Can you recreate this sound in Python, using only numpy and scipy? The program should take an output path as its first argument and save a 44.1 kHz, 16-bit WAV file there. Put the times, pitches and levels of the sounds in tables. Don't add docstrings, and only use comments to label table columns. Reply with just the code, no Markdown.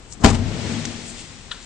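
import sys
import numpy as np
from scipy import signal
from scipy.fft import rfft, irfft
from scipy.io import wavfile

SR = 44100
rng = np.random.default_rng(int(sys.argv[2]) if len(sys.argv) > 2 else 0)


def dump_mix(stems):
    frames = np.atleast_2d(stems).T
    limited = np.clip(frames, -1, 1)
    pcm = np.round(limited * 32767).astype(np.int16)
    wavfile.write(sys.argv[1], SR, pcm)


N = 72765


def amp(db):
    return 10 ** (np.asarray(db) / 20)


def rms_one(x):
    return x / np.sqrt(np.mean(x ** 2) + 1e-20)


def at_hz(points, hz):
    points = np.array(points)
    return np.interp(np.log(hz), np.log(points[:, 0]), points[:, 1])


def pan(db):
    return amp([[db / 2], [-db / 2]])


def drift(rate_hz):
    step = 40
    r = np.exp(-2 * np.pi * rate_hz * step / SR)
    white = rng.standard_normal(N // step + 2002)
    slow = rms_one(signal.lfilter([1], [1, -2 * r, r * r], white)[2000:])
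    return np.interp(np.arange(N) / step, np.arange(len(slow)), slow)


def swell(peak_s, rise_s, t60_s):
    t = np.arange(N) / SR - peak_s
    rise = np.exp(np.minimum(t, 0) / rise_s)
    fall = amp(-60 * np.maximum(t, 0) / t60_s)
    return np.where(t < 0, rise, fall)


def correlate(mid, side, alike):
    alike = np.clip(alike, -1, 1)
    return np.sqrt(1 + alike) * mid + np.sqrt(1 - alike) * side * [[1], [-1]]


def pair(alike):
    mid, side = rng.standard_normal((2, N))
    return correlate(mid, side, alike) / np.sqrt(2)


def resonance(x, hz, width_hz):
    r = np.exp(-np.pi * width_hz / SR)
    section = [0.73, 0.011, -0.673, 1, -2 * r * np.cos(2 * np.pi * hz / SR), r * r]
    return rms_one(signal.sosfilt([section] * 2, x))


def strike(start_s, size, hz, t60_s):
    clicks = np.full(N, 1e-18)
    clicks[(start_s * SR).astype(int)] = size
    q, w = amp(-60 / (t60_s * SR)), 2 * np.pi * hz / SR
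    return signal.lfilter([0, np.sin(w)], [1, -2 * q * np.cos(w), q * q], clicks)


# start_s [s], thud_db [dB], boom_db [dB], snap_db [dB], rattle_db [dB], direction [factor]
BLOWS = [(0.2416, -6.5, -20, -25, -33.5, -1.3), (0.2466, 1.5, -8, -3, -11.5, 0.9),
         (0.2535, 4.5, 5, -8, -21, -1.01), (.262, 3.5, 0.1, -2, -15, 0.79),
         (.273, 1.5, -3, -13, -10.5, 0.5), (.285, -10, -10, -12.5, -9, 0.92),
         (0.293, -2, -4, -10, -16.5, 0.96), (.304, -6, -8, -18, -12.5, -0.66),
         (.331, -3, -5, -31, -15.5, -0.85), (0.348, -12, -12, -28, -10.5, 0.83),
         (0.388, -7, -10, -45, -26.5, 0.64)]
# pitch_hz [Hz], level_db [dB], t60_s [s]
DOOR_MODES = [(37.4, -8.5, 0.53), (52.6, -7, 0.2), (70, -16.5, 0.28), (90.75, -2, 0.47), (144, -5.5, 0.27),
              (185, -3, 0.075), (233.1, -3, 0.35), (280.8, -6, 0.35), (421, -4, .14), (628, -7, .13),
              (679, -11, .13), (791.4, -5.5, 0.12), (979, -10, 0.094), (1327, -17, 0.11),
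              (1860, -18, 0.099), (2396, -9, 0.038)]
# pitch_hz [Hz], level_db [dB per Hz]
CRACK_SPECTRUM = [(120, -19), (200, 5.5), (351, -6.5), (811, -6.5), (1210, -11), (1360, -14), (4460, -17.5),
                  (7110, -20), (9350, -22), (12200, -77.5), (20600, -120)]
BOOM_BELOW_HZ, CONTACT_HZ = 110, 1510
SNAP_T60_S, RATTLE_RISE_S, RATTLE_T60_S = 0.019, 0.0039, 0.099
CRACK_LIKENESS, DOOR_PAN_DB = 0.41, 8.5
PANELS_DB, PANELS_HZ, PANELS_WIDTH_HZ, PANELS_T60_S = -18, 765, 1100, 0.5


def door():
    start_s, thud_db, boom_db, snap_db, rattle_db, direction = np.transpose(BLOWS)
    body = 0
    for hz, level_db, t60_s in DOOR_MODES:
        blow_db = boom_db if hz < BOOM_BELOW_HZ else thud_db
        uneven_db = rng.normal(0, 1.5, len(start_s))
        size = direction * amp(blow_db + level_db - 6 + uneven_db)
        body = body + strike(start_s, size, hz, t60_s)
    r = np.exp(-2 * np.pi * CONTACT_HZ / SR)
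    body = signal.lfilter([1 - r], [1, -r], body)

    hz = np.fft.rfftfreq(N, 1 / SR) + 1
    noise = rms_one(irfft(rfft(pair(CRACK_LIKENESS)) * amp(at_hz(CRACK_SPECTRUM, hz)), N))
    envelope = 0
    for s, snap, rattle in zip(start_s, snap_db, rattle_db):
        envelope = envelope + amp(snap) * swell(s, 0.0022, SNAP_T60_S)
        envelope = envelope + amp(rattle) * swell(s, RATTLE_RISE_S, RATTLE_T60_S)

    buzz = resonance(pair(0.84), PANELS_HZ, PANELS_WIDTH_HZ) * amp(PANELS_DB + 4.1 * drift(30))
    buzz = buzz * swell(start_s[3], 0.0035, PANELS_T60_S)
    return (body + noise * envelope + buzz) * pan(DOOR_PAN_DB)


PUSH_DB, PUSH_RISE_DB_PER_S, PUSH_HZ = -28, 302, 269
MID_RUSH_DB, MID_RUSH_HZ, MID_RUSH_RISE_S = -26.5, 546, 0.012


def push():
    shut_s = BLOWS[0][0]
    low_band = signal.butter(2, [30, PUSH_HZ], "band", fs=SR, output="sos")
    rush = amp(PUSH_DB) * rms_one(signal.sosfilt(low_band, pair(0.9)))
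    rise_s = 20 / np.log(10) / PUSH_RISE_DB_PER_S
    rush = rush * swell(shut_s, rise_s, 0.028)
    mid_rush = amp(MID_RUSH_DB) * resonance(pair(0.35), MID_RUSH_HZ, 2 * MID_RUSH_HZ)
    mid_rush = mid_rush * swell(shut_s, MID_RUSH_RISE_S, 0.063)
    return (rush + mid_rush) * pan(DOOR_PAN_DB)


# pitch_hz [Hz], likeness [-1 to 1]
LIKENESS = [(60, 0.56), (160, 0.96), (440, 0.8), (1200, 0.33), (3270, 0.19), (8900, 0.27)]
# pitch_hz [Hz], level_db [dB]
LEFT_LOUDER = [(60, 8), (160, 9.5), (440, 7), (1200, 5.5), (3270, 8), (8900, 1)]


def bands(spectrum, patchy_db):
    edges = 22 * 2 ** np.arange(0, 9.1, 1 / 3)
    together = drift(8)
    white = rng.standard_normal((2, 2, N + SR // 4))
    out = []
    for k, (low, high) in enumerate(zip(edges, edges[1:])):
        band_pass = signal.butter(2, [low, high], "band", fs=SR, output="sos")
        mid, side = signal.sosfilt(band_pass, white[k % 2])[:, -N:]
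        hz = np.sqrt(low * high)
        both = correlate(mid, side, at_hz(LIKENESS, hz)) * pan(at_hz(LEFT_LOUDER, hz))
        level_db = at_hz(spectrum, hz) + patchy_db * (together + drift(3.7))
        out.append((hz, both * amp(level_db)))
    mono = sum(band for _, band in out).mean(axis=0)
    scale = np.sqrt(np.mean(mono ** 2))
    return [(hz, band / scale) for hz, band in out]


# pitch_hz [Hz], level_db [dB per Hz]
ECHO_SPECTRUM = [(15, -17.5), (25, -20), (95, -12.5), (177, -9), (233, -7), (346, -14), (887, -22),
                 (980, -23.5), (1570, -24), (1910, -21), (5700, -24), (8060, -26.5), (9350, -36),
                 (12200, -95.5), (20600, -120)]
# pitch_hz [Hz], t60_s [s]
ECHO_T60 = [(30, 1.9), (90, 0.74), (230, 1.54), (600, 1.79), (2000, 2.62), (5000, 3.33), (9000, 3.8)]
# pitch_hz [Hz], level_db at the peak, before wavering and panning [dB], peak_s [s], rise_s [s], t60_s [s]
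BOOMS = [(92, -28, .49, .15, 1.1), (106, -30, .55, .06, 1.8), (227, -31, .7, .12, 1.3),
         (237.5, -31, .7, .12, 1.7), (155, -36, .72, .1, 1.2), (292, -36, .52, .1, 1.5)]
ECHO_DB, ECHO_MID_S, ECHO_BUILD_S = -33.5, 0.87, 0.015
BOOM_WAVER_HZ = 0.6


def echo():
    t = np.arange(N) / SR
    out = 0
    for hz, band in bands(ECHO_SPECTRUM, patchy_db=0.0):
        decay = amp(-60 * (t - ECHO_MID_S) / at_hz(ECHO_T60, hz))
        out = out + amp(ECHO_DB) * band * decay
    for hz, level_db, peak_s, rise_s, t60_s in BOOMS:
        phase = 2 * np.pi * np.cumsum(hz + BOOM_WAVER_HZ * drift(6.0)) / SR
        tone = np.sin(phase - phase[int(peak_s * SR)])
        tone = tone * amp(level_db + 0.86 * drift(3.2)) * swell(peak_s, rise_s, t60_s)
        out = out + tone * pan(at_hz(LEFT_LOUDER, hz))
    build = 1 - np.exp(-np.maximum(t - BLOWS[1][0], 0) / ECHO_BUILD_S)
    return out * build


# peak_s [s], level_db [dB], pitch_hz [Hz], width_hz [Hz], rise_s [s], t60_s [s], side_db [dB]
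TICKS = [(0.1252, -29.5, 6300, 2500, 0.0003, 0.013, 3.5), (0.134, -39, 7100, 4200, 0.019, 0.057, 15),
         (0.213, -44.5, 6200, 5000, 0.0066, 0.2, 7), (0.856, -29.5, 5500, 6100, 0.00063, 0.029, 9),
         (1.091, -39, 7830, 2500, 0.032, 0.24, 11.5), (1.199, -43, 7440, 2540, 0.048, 0.28, 10),
         (1.2, -42, 2750, 4000, 0.063, 0.33, 7.5), (1.516, -30, 3700, 1700, 0.003, 0.03, 6),
         (0.287, -12.5, 2450, 500, 0.0022, .03, 12), (0.303, -15.5, 6900, 2500, 0.0033, 0.07, 14),
         (1.519, -43, 7400, 3970, .003, 0.14, 10.5), (1.531, -44.5, 3330, 2490, .01, 0.97, 6.5),
         (1.528, -44.5, 1350, 1190, 0.023, 0.52, 7), (1.64, -45, 7000, 2500, 0.03, .1, 9)]


def ticks():
    out = 0
    for peak_s, level_db, hz, width_hz, rise_s, t60_s, side_db in TICKS:
        burst = amp(level_db) * resonance(pair(0.75), hz, width_hz)
        out = out + burst * swell(peak_s, rise_s, t60_s) * pan(side_db)
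    return out


def taps(hits, modes, side_db):
    start_s, hit_db = np.transpose(hits)
    rung = 0
    for hz, level_db, t60_s in modes:
        uneven_db = rng.normal(0, 1, len(start_s))
        rung = rung + strike(start_s, amp(hit_db + level_db + uneven_db), hz, t60_s)
    high_pass = signal.butter(2, 1000, "high", fs=SR, output="sos")
    return signal.sosfilt(high_pass, rung) * pan(side_db)


# start_s [s], level_db [dB]
CLICKS = [(.8538, -12), (.8565, -25), (.8579, -24)]
# pitch_hz [Hz], level_db [dB], t60_s [s]
CASE_MODES = [(2200, -10, .003), (3800, -4, .003), (5900, 0.1, .003)]


def case_click():
    return taps(CLICKS, CASE_MODES, side_db=3.5)


# start_s [s], level_db [dB]
SNAPS = [(1.5125, -38), (1.5157, -24), (1.5187, -29), (1.523, -38)]
# pitch_hz [Hz], level_db [dB], t60_s [s]
CATCH_MODES = [(1430, -7.5, 0.046), (1830, -4, .03), (3040, -6.5, 0.032), (3370, -1.8, 0.041),
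               (3670, -2, 0.02), (3920, -13, 0.065), (4380, -18.5, 0.0095)]


def metal_snap():
    return taps(SNAPS, CATCH_MODES, side_db=8.0)


# pitch_hz [Hz], level_db [dB per Hz]
LOT_SPECTRUM = [(15, -47), (25, -2.5), (277, -17), (329, -20.5), (490, -21.5), (746, -27), (804, -22.5),
                (866, -23), (1170, -26), (7300, -32), (9350, -24.5), (12200, -90.5), (20600, -120)]
LOT_DB = -44


def lot():
    return amp(LOT_DB) * sum(band for _, band in bands(LOT_SPECTRUM, patchy_db=0.5))


def scene():
    return door() + push() + echo() + ticks() + case_click() + metal_snap() + lot()


DUCK_ABOVE_DB, DUCK_ATTACK_S, DUCK_RELEASE_DB_PER_S = -2, 0.02, 42.5
LEFT_STOP_HZ, RIGHT_STOP_HZ, TOP_STOP_HZ = 9450, 8600, 16000
LEFT_LAG_SAMPLES, OVERLOAD_HARDNESS = 2, 6.7


def record(dry):
    peak_db = 20 * np.log10(np.abs(dry).max(axis=0) + 1e-9)
    over_db = np.maximum(peak_db - DUCK_ABOVE_DB, 0)
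    ramp_db = DUCK_RELEASE_DB_PER_S * np.arange(N) / SR
    held_db = np.maximum.accumulate(over_db + ramp_db) - ramp_db
    r = np.exp(-1 / (DUCK_ATTACK_S * SR))
    duck_db = signal.lfilter([1 - r], [1, -r], held_db)
    clipped = np.clip(dry * amp(-duck_db), -0.95, 0.95)

    left = signal.sosfilt(signal.cheby2(20, 60, LEFT_STOP_HZ, fs=SR, output="sos"), clipped[0])
    right = signal.sosfilt(signal.cheby2(20, 60, RIGHT_STOP_HZ, fs=SR, output="sos"), clipped[1])
    both = np.array([np.roll(left, LEFT_LAG_SAMPLES), right])
    rounded = both / (1 + np.abs(both) ** OVERLOAD_HARDNESS) ** (1 / OVERLOAD_HARDNESS)
    return signal.sosfilt(signal.cheby2(8, 40, TOP_STOP_HZ, fs=SR, output="sos"), rounded)


dry = scene()
out = record(dry)
dump_mix(out)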